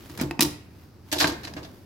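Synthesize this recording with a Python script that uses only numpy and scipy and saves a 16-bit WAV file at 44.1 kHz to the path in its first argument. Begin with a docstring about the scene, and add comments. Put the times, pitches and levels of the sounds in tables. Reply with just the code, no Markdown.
"""A hand works on a stiff plastic part inside a steel electrical cabinet, in a quiet room.
First the hand rubs faintly and the part knocks, then it snaps home with a triple clack at about 0.4 s.
After a pause it is pushed along in short grating slips from 1.1 s, knocks again and settles with
light scuffs. Each contact thuds, shakes the sheet-steel panel and echoes briefly in the cabinet
and the room, while a low rumble swells and fades underneath."""
import sys
import numpy as np
from scipy import signal
from scipy.fft import rfft, irfft
from scipy.io import wavfile
from scipy.ndimage import uniform_filter1d

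SR = 44100
rng = np.random.default_rng(int(sys.argv[2]) if len(sys.argv) > 2 else 0)


def inscribe(sig):
    """Save sig as 16-bit PCM at rate SR to the path in sys.argv[1].

    A 1-D sig is mono; a 2-D sig holds one channel per row.
    Samples are clipped to [-1, 1] before scaling.
    """
    pcm = np.round(np.clip(np.atleast_2d(sig).T, -1, 1) * 32767)
    wavfile.write(sys.argv[1], SR, pcm.astype(np.int16))


N = 81585
TIME = np.arange(N) / SR

# Sharp hits on the plastic. Each row: start in seconds, thud level in dB, thud pitch in Hz,
# hollow ring level in dB, low, middle and high noise levels in dB, ping pitch in Hz.
CLACK_EVENTS = [(0.098, -37, 310, -46, -48.5, -44, -48, 937),
                (0.1755, -52, 300, -50, -36, -36.5, -38, 4630),
                (0.198, -46, 220, -35.5, -36, -34.5, -60, 2300),
                (0.2121, -15.5, 250, -41, -27, -48, -30.5, 1050),
                (0.2348, -21, 139, -47, -36, -42, -63, 4500),
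                (0.3104, -22.5, 330, -32.5, -32, -35, -42.5, 2600),
                (0.3923, -15.5, 250, -24.5, -25, -25, -42, 2532),
                (0.4075, -38, 200, -23, -22, -10, -12, 1945),
                (0.4230, -14, 331, -33, -31, -13.5, -17, 2515),
                (0.429, -49, 300, -42, -41.5, -20.5, -16.5, 3930),
                (0.4495, -26.5, 304, -35.5, -45, -27, -40, 5200),
                (1.1268, -37, 310, -31, -59, -29, -26.5, 8000),
                (1.2043, -43, 310, -36, -36.5, -22, -36, 4100),
                (1.2105, -35, 307, -25.5, -20, -28, -40, 1650),
                (1.2434, -22.5, 159, -24.5, -14, -34, -39, 1600),
                (1.4498, -37.5, 320, -42, -46, -33, -51, 4050),
                (1.5373, -54, 242, -49, -51, -38.5, -72, 1680)]
# Short slides of the plastic. Each row: start and length in seconds, thud level in dB,
# thud pitch in Hz, low, middle and high noise levels in dB, ping pitch in Hz.
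SLIP_EVENTS = [(0.188, 0.034, -27.5, 225, -36.5, -41, -53, 874),
               (0.211, 0.0076, -34.5, 495, -36, -33.5, -36.5, 7540),
               (1.116, 0.0077, -33, 296, -38, -28.5, -37, 6170),
               (1.126, 0.012, -22, 309, -27, -23, -31.5, 735),
               (1.163, 0.005, -20, 351, -37, -32.5, -43, 4497),
               (1.183, 0.043, -51, 201, -37, -25, -33, 3480),
               (1.2006, 0.013, -29.5, 288, -23, -20, -30, 4230),
               (1.2177, 0.0044, -19.5, 326, -19.5, -31, -42, 1160),
               (1.2243, 0.0094, -30, 285, -37, -23.5, -43, 3800),
               (1.241, 0.01, -16.5, 290.4, -26.5, -26, -41, 1560),
               (1.27, 0.008, -22, 392, -36, -26.5, -34, 4100),
               (1.288, 0.013, -21.5, 320, -37.5, -33, -44, 940),
               (1.319, 0.0027, -20.5, 334, -63, -37, -55, 606.5),
               (1.433, 0.018, -52, 300, -42, -40.5, -50.5, 4270),
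               (1.4717, 0.0047, -34.5, 326, -37, -37.5, -59, 2500),
               (1.565, 0.02, -27.5, 288.6, -38, -44.5, -75, 1100),
               (1.629, 0.007, -35, 313, -48, -45, -81, 4700),
               (1.647, 0.0064, -49, 247, -44, -45, -71, 3560)]


def from_db(db):
    """Turn decibels into a gain; from_db(-60 * t / fade_s) falls by 60 dB in fade_s seconds."""
    return 10 ** (np.asarray(db) / 20)


def unit_power(x):
    """Scale a signal to an average power of one."""
    return x / np.sqrt(np.mean(x ** 2) + 1e-20)


def at_hz(points, hz, column=1):
    """Read a value between the rows of a table, with octaves evenly spaced."""
    table = np.array(points)
    return np.interp(np.log(np.maximum(hz, 1)), np.log(table[:, 0]), table[:, column])


def level_curve(points):
    """Join points of seconds and dB into a gain that changes over time."""
    return from_db(np.interp(TIME, *np.transpose(points)))


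def band(x, low, high):
    """Keep the frequencies between low and high, in Hz."""
    edges = [low, min(high, SR / 2 - 1000)]
    return signal.sosfilt(signal.butter(2, edges, "band", fs=SR, output="sos"), x)


def stereo_noise(width, size):
    """White noise; width 0 is the same in both ears, width 1 is unrelated."""
    mid, side = rng.standard_normal((2, size))
    return (mid + width * side * np.array([[1], [-1]])) / np.sqrt(1 + width ** 2)


def coloured_noise(colour):
    """Steady noise with the given tone colour, narrow in the bass and wide in the treble."""
    hz = np.fft.rfftfreq(N, 1 / SR)
    width = at_hz([(300, 0.22), (900, 0.7)], hz)
    mid, side = rfft(rng.standard_normal((2, N))) * from_db(at_hz(colour, hz))
    return unit_power(irfft(mid + width * side * np.array([[1], [-1]]), N))


def resonate(x, peaks):
    """Boost a band around each pitch at which the part likes to vibrate."""
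    out = x
    for hz, width_hz, boost_db in peaks:
        decay = np.exp(-np.pi * width_hz / SR)
        feedback = [1, -2 * decay * np.cos(2 * np.pi * hz / SR), decay ** 2]
        peak = signal.lfilter(np.array([1, 0, -1]) * (1 - decay ** 2) / 2, feedback, x + 1e-18)
        out = out + (from_db(boost_db) - 1) * peak
    return out


def ring(kicks, hz, fade_s):
    """Each kick starts a pure tone that dies away."""
    decay, step = from_db(-60 / (fade_s * SR)), 2 * np.pi * hz / SR
    return signal.lfilter([0, np.sin(step)], [1, -2 * decay * np.cos(step), decay ** 2], kicks + 1e-18)


def add(out, start_s, sound):
    """Mix a sound in at its start time."""
    start = int(start_s * SR)
    out[:, start:start + sound.shape[1]] += sound[:, :N - start]


def delay_left(x, lag_s):
    """A sound from the right reaches the left ear a little later."""
    phase_shift = np.exp(-2j * np.pi * np.fft.rfftfreq(N, 1 / SR) * lag_s)
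    return np.array([irfft(rfft(x[0]) * phase_shift, N), x[1]])


def room_air():
    """The quiet room gives a steady, mostly deep noise."""
    # Tone colour of the room. Each row: frequency in Hz, relative level in dB.
    colour = [(25, -17), (50, -17.5), (90, 3), (170, -9.5), (340, -8.5), (480, -20.5), (1000, -25.5),
              (3300, -38.5), (5000, -33.5), (7500, -45.5), (16000, -43)]
    return from_db(-49.5) * coloured_noise(colour)


def low_rumble():
    """A deep noise swells and fades around the knocks."""
    # Loudness of the rumble. Each row: time in seconds, level in dB.
    loudness = [(0, -50.5), (.12, -48.5), (.25, -35.5), (.36, -48), (.47, -35.5), (.6, -54), (1.2, -71),
                (1.28, -37), (1.42, -47), (1.6, -42), (1.85, -55.5)]
    # Its tone colour. Each row: frequency in Hz, relative level in dB.
    colour = [(25, -22.5), (50, -12), (75, -3.5), (130, -5), (330, -8.5), (600, -17), (2000, -54)]
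    return level_curve(loudness) * coloured_noise(colour)


def hand_rubbing():
    """Skin and sleeve rub with a faint, uneven hiss."""
    # Loudness of the rubbing. Each row: time in seconds, level in dB.
    loudness = [(0, -53.5), (.12, -49.5), (.29, -61.5), (.38, -70), (.6, -69), (.72, -66.5), (.83, -59.5),
                (1.0, -79.5), (1.09, -57), (1.66, -57.5), (1.85, -62.5)]
    # Its tone colour. Each row: frequency in Hz, relative level in dB.
    colour = [(200, -3), (900, 7), (2500, 2.5), (5200, -0.5), (8500, -8), (12000, -2.5), (16000, -5)]
    flutter_db = 2.0 * unit_power(uniform_filter1d(rng.standard_normal(N), size=200))
    return level_curve(loudness) * from_db(flutter_db) * coloured_noise(colour)


def room_echo(x):
    """The cabinet and room send back dense echoes; each octave fades at its own speed."""
    # The echoes. Each row: frequency in Hz, level in dB, fade time in seconds.
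    echoes = [(80.9, -10.5, 0.29), (269.8, -8, 0.34), (647, 2, 0.22), (2003.6, -12.5, 0.71),
              (5041, -10, 0.21), (9128, -11.5, 0.42), (14780, -12.5, 0.27)]
    delay_s, build_s = 0.0054, 0.002
    t, response = TIME[:SR * 3 // 5], 0
    build_up = 1 - np.exp(-np.maximum(t - delay_s, 0) / build_s)
    edges_hz = 40 * 2. ** np.arange(10)
    for low, high in zip(edges_hz, edges_hz[1:]):
        hz = np.sqrt(low * high)
        envelope = build_up * from_db(-60 * t / at_hz(echoes, hz, column=2))
        width = 0.91 * min(1, hz / 500)   # narrower in the bass
        tail = band(stereo_noise(width, len(t)), low, high) * envelope
        tail *= np.sqrt(4 * (high - low) / SR / np.sum(tail ** 2))   # equal energy per Hz
        response = response + from_db(at_hz(echoes, hz)) * tail
    return signal.fftconvolve(x, response, axes=1)[:, :N]


def thuds(events, rise_s, fade_s=0.08):
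    """The part thuds at a pitch set by the grip; returns the sound and the kicks it gives the panel."""
    out, kicks, t = np.zeros((1, N)), np.zeros(N), TIME[:SR // 5]
    envelope = (1 - np.exp(-t / rise_s)) * from_db(-60 * t / fade_s)
    for start_s, db, hz in events:
        add(out, start_s, from_db(db) * envelope * np.sin(2 * np.pi * hz * t)[None])
        kicks[int(start_s * SR)] += from_db(db)
    return out[0], kicks


def steel_panel():
    """Every clack and slip gives a dull thud and sets the steel sheet ringing."""
    # The sheet's own tones. Each row: pitch in Hz, relative level in dB after a clack
    # and after a slip, fade time in seconds.
    tones = [(71, -19, -7, 0.8), (144, -7.5, -15, 0.28), (298.6, -8, -10, 0.36), (352, -9, -15, 0.16),
             (480, -20, -9, .1), (637, -33.5, -17.5, .15), (909, -31, -21.5, 0.12)]
    clack_thuds, clack_kicks = thuds([(s, db, hz) for s, db, hz, *_ in CLACK_EVENTS], rise_s=0.0006)
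    slip_thuds, slip_kicks = thuds([(s, db, hz) for s, _, db, hz, *_ in SLIP_EVENTS], rise_s=0.005)
    sheet = np.zeros(N)
    for k, (hz, clack_db, slip_db, fade_s) in enumerate(tones):
        kicks = from_db(clack_db) * clack_kicks + from_db(slip_db) * slip_kicks
        sheet += (-1) ** k * ring(kicks, hz, fade_s)   # neighbouring tones start in opposite directions
    low_cut = signal.butter(4, 80, "high", fs=SR, output="sos")   # the sheet gives off little deep bass
    return signal.sosfilt(low_cut, clack_thuds + slip_thuds + from_db(-6.5) * sheet)


def contact_noise(envelope, levels_db, roughness_db, width):
    """Uneven surfaces meet in many tiny impacts, heard as low, middle and high bands of noise."""
    size, grain_s = len(envelope), 0.00048
    bands_hz = (600.6, 2320), (2130, 6250), (6500, 15300)
    bumps = unit_power(uniform_filter1d(rng.standard_normal(size), int(grain_s * SR)))
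    grains = from_db(roughness_db * bumps) * envelope
    grains *= np.sqrt(np.sum(envelope ** 2) / np.sum(grains ** 2))   # roughness adds no energy
    out = np.zeros((2, size))
    for db, (low, high) in zip(levels_db, bands_hz):
        gain = from_db(db) * np.sqrt(SR / 2 / (high - low))
        out += gain * band(grains * stereo_noise(width, size), low, high)
    return out


def plastic_slips():
    """The plastic breaks loose with a sharp bite, grates for a moment, then rings out."""
    # Resonances of the sliding part and its metal rail. Each row: pitch in Hz, width in Hz, boost in dB.
    peaks = [(637, 120, 10.2), (1647, 94, 5.9), (4300, 1600, 3.8), (11450, 690, 8.4)]
    rise_s, fade_s, bite_fade_s = 0.0012, 0.083, 0.0085
    out, t = np.zeros((2, N)), TIME[:SR // 10]
    bite = from_db(-3 - 60 * t / bite_fade_s)
    for start_s, length_s, _, _, *levels_db, ping_hz in SLIP_EVENTS:
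        slide = (1 - np.exp(-t / rise_s)) * from_db(-60 * np.maximum(t - length_s, 0) / fade_s)
        burst = contact_noise(slide + bite, levels_db, roughness_db=3, width=0.8)
        ping_peak = (ping_hz, 0.12 * ping_hz, 5)   # each contact point favours one pitch
        add(out, start_s, resonate(burst, [ping_peak]))
    return from_db(-5.5) * resonate(out, peaks)


def plastic_clacks():
    """The plastic is struck: a short crack and a clean ping, while its hollow body rings on."""
    # Resonances of the struck part and its metal rail. Each row: pitch in Hz, width in Hz, boost in dB.
    peaks = [(4020, 50, 8.5), (5070, 280, 6), (10450, 130, 9)]
    # The hollow part's own tones. Each row: pitch in Hz, relative level in dB, fade time in seconds.
    tones = [(700, -6.5, 0.053), (920, -3.5, 0.056), (1155, -5, 0.048), (1835, 0, .03)]
    fade_s, crack_fade_s, ping_fade_s = 0.045, 0.0095, 0.028
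    out, kicks, t = np.zeros((2, N)), np.zeros(N), TIME[:SR // 10]
    envelope = from_db(-60 * t / fade_s) + from_db(-3.5 - 60 * t / crack_fade_s)
    for start_s, _, _, hollow_db, *levels_db, ping_hz in CLACK_EVENTS:
        burst = contact_noise(envelope, levels_db, roughness_db=-5.5, width=0.58)
        ping = from_db(hollow_db + 5 - 60 * t / ping_fade_s) * np.sin(2 * np.pi * ping_hz * t)
        add(out, start_s, from_db(-4) * resonate(burst, peaks) + ping)
        kicks[int(start_s * SR)] += from_db(hollow_db)
    for k, (hz, db, ring_s) in enumerate(tones):
        out += (-1) ** k * from_db(db) * ring(kicks, hz, ring_s)
    return out


def scene():
    """Plastic and panel echo over the background; above the bass they lean slightly to the right."""
    clacks = plastic_clacks()
    slips = delay_left(plastic_slips(), lag_s=0.00016)
    panel = steel_panel()
    echo = room_echo(from_db(-1) * clacks + from_db(0.5) * slips + from_db(-6) * panel)
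    contacts = clacks + slips + panel + echo
    bass = signal.sosfilt(signal.butter(1, 170, fs=SR, output="sos"), contacts)
    treble = (contacts - bass) * from_db([[-0.5], [0.5]])   # left, right
    return bass + treble + room_air() + low_rumble() + hand_rubbing()


def record(dry):
    """Round off the loudest peaks and cut the very highest treble."""
    ceiling, cutoff_hz = 0.8, 15900
    rounded = ceiling * np.tanh(dry / ceiling)
    return signal.sosfilt(signal.ellip(12, .1, 80, cutoff_hz, fs=SR, output="sos"), rounded)


dry = scene()
out = record(dry)
inscribe(out)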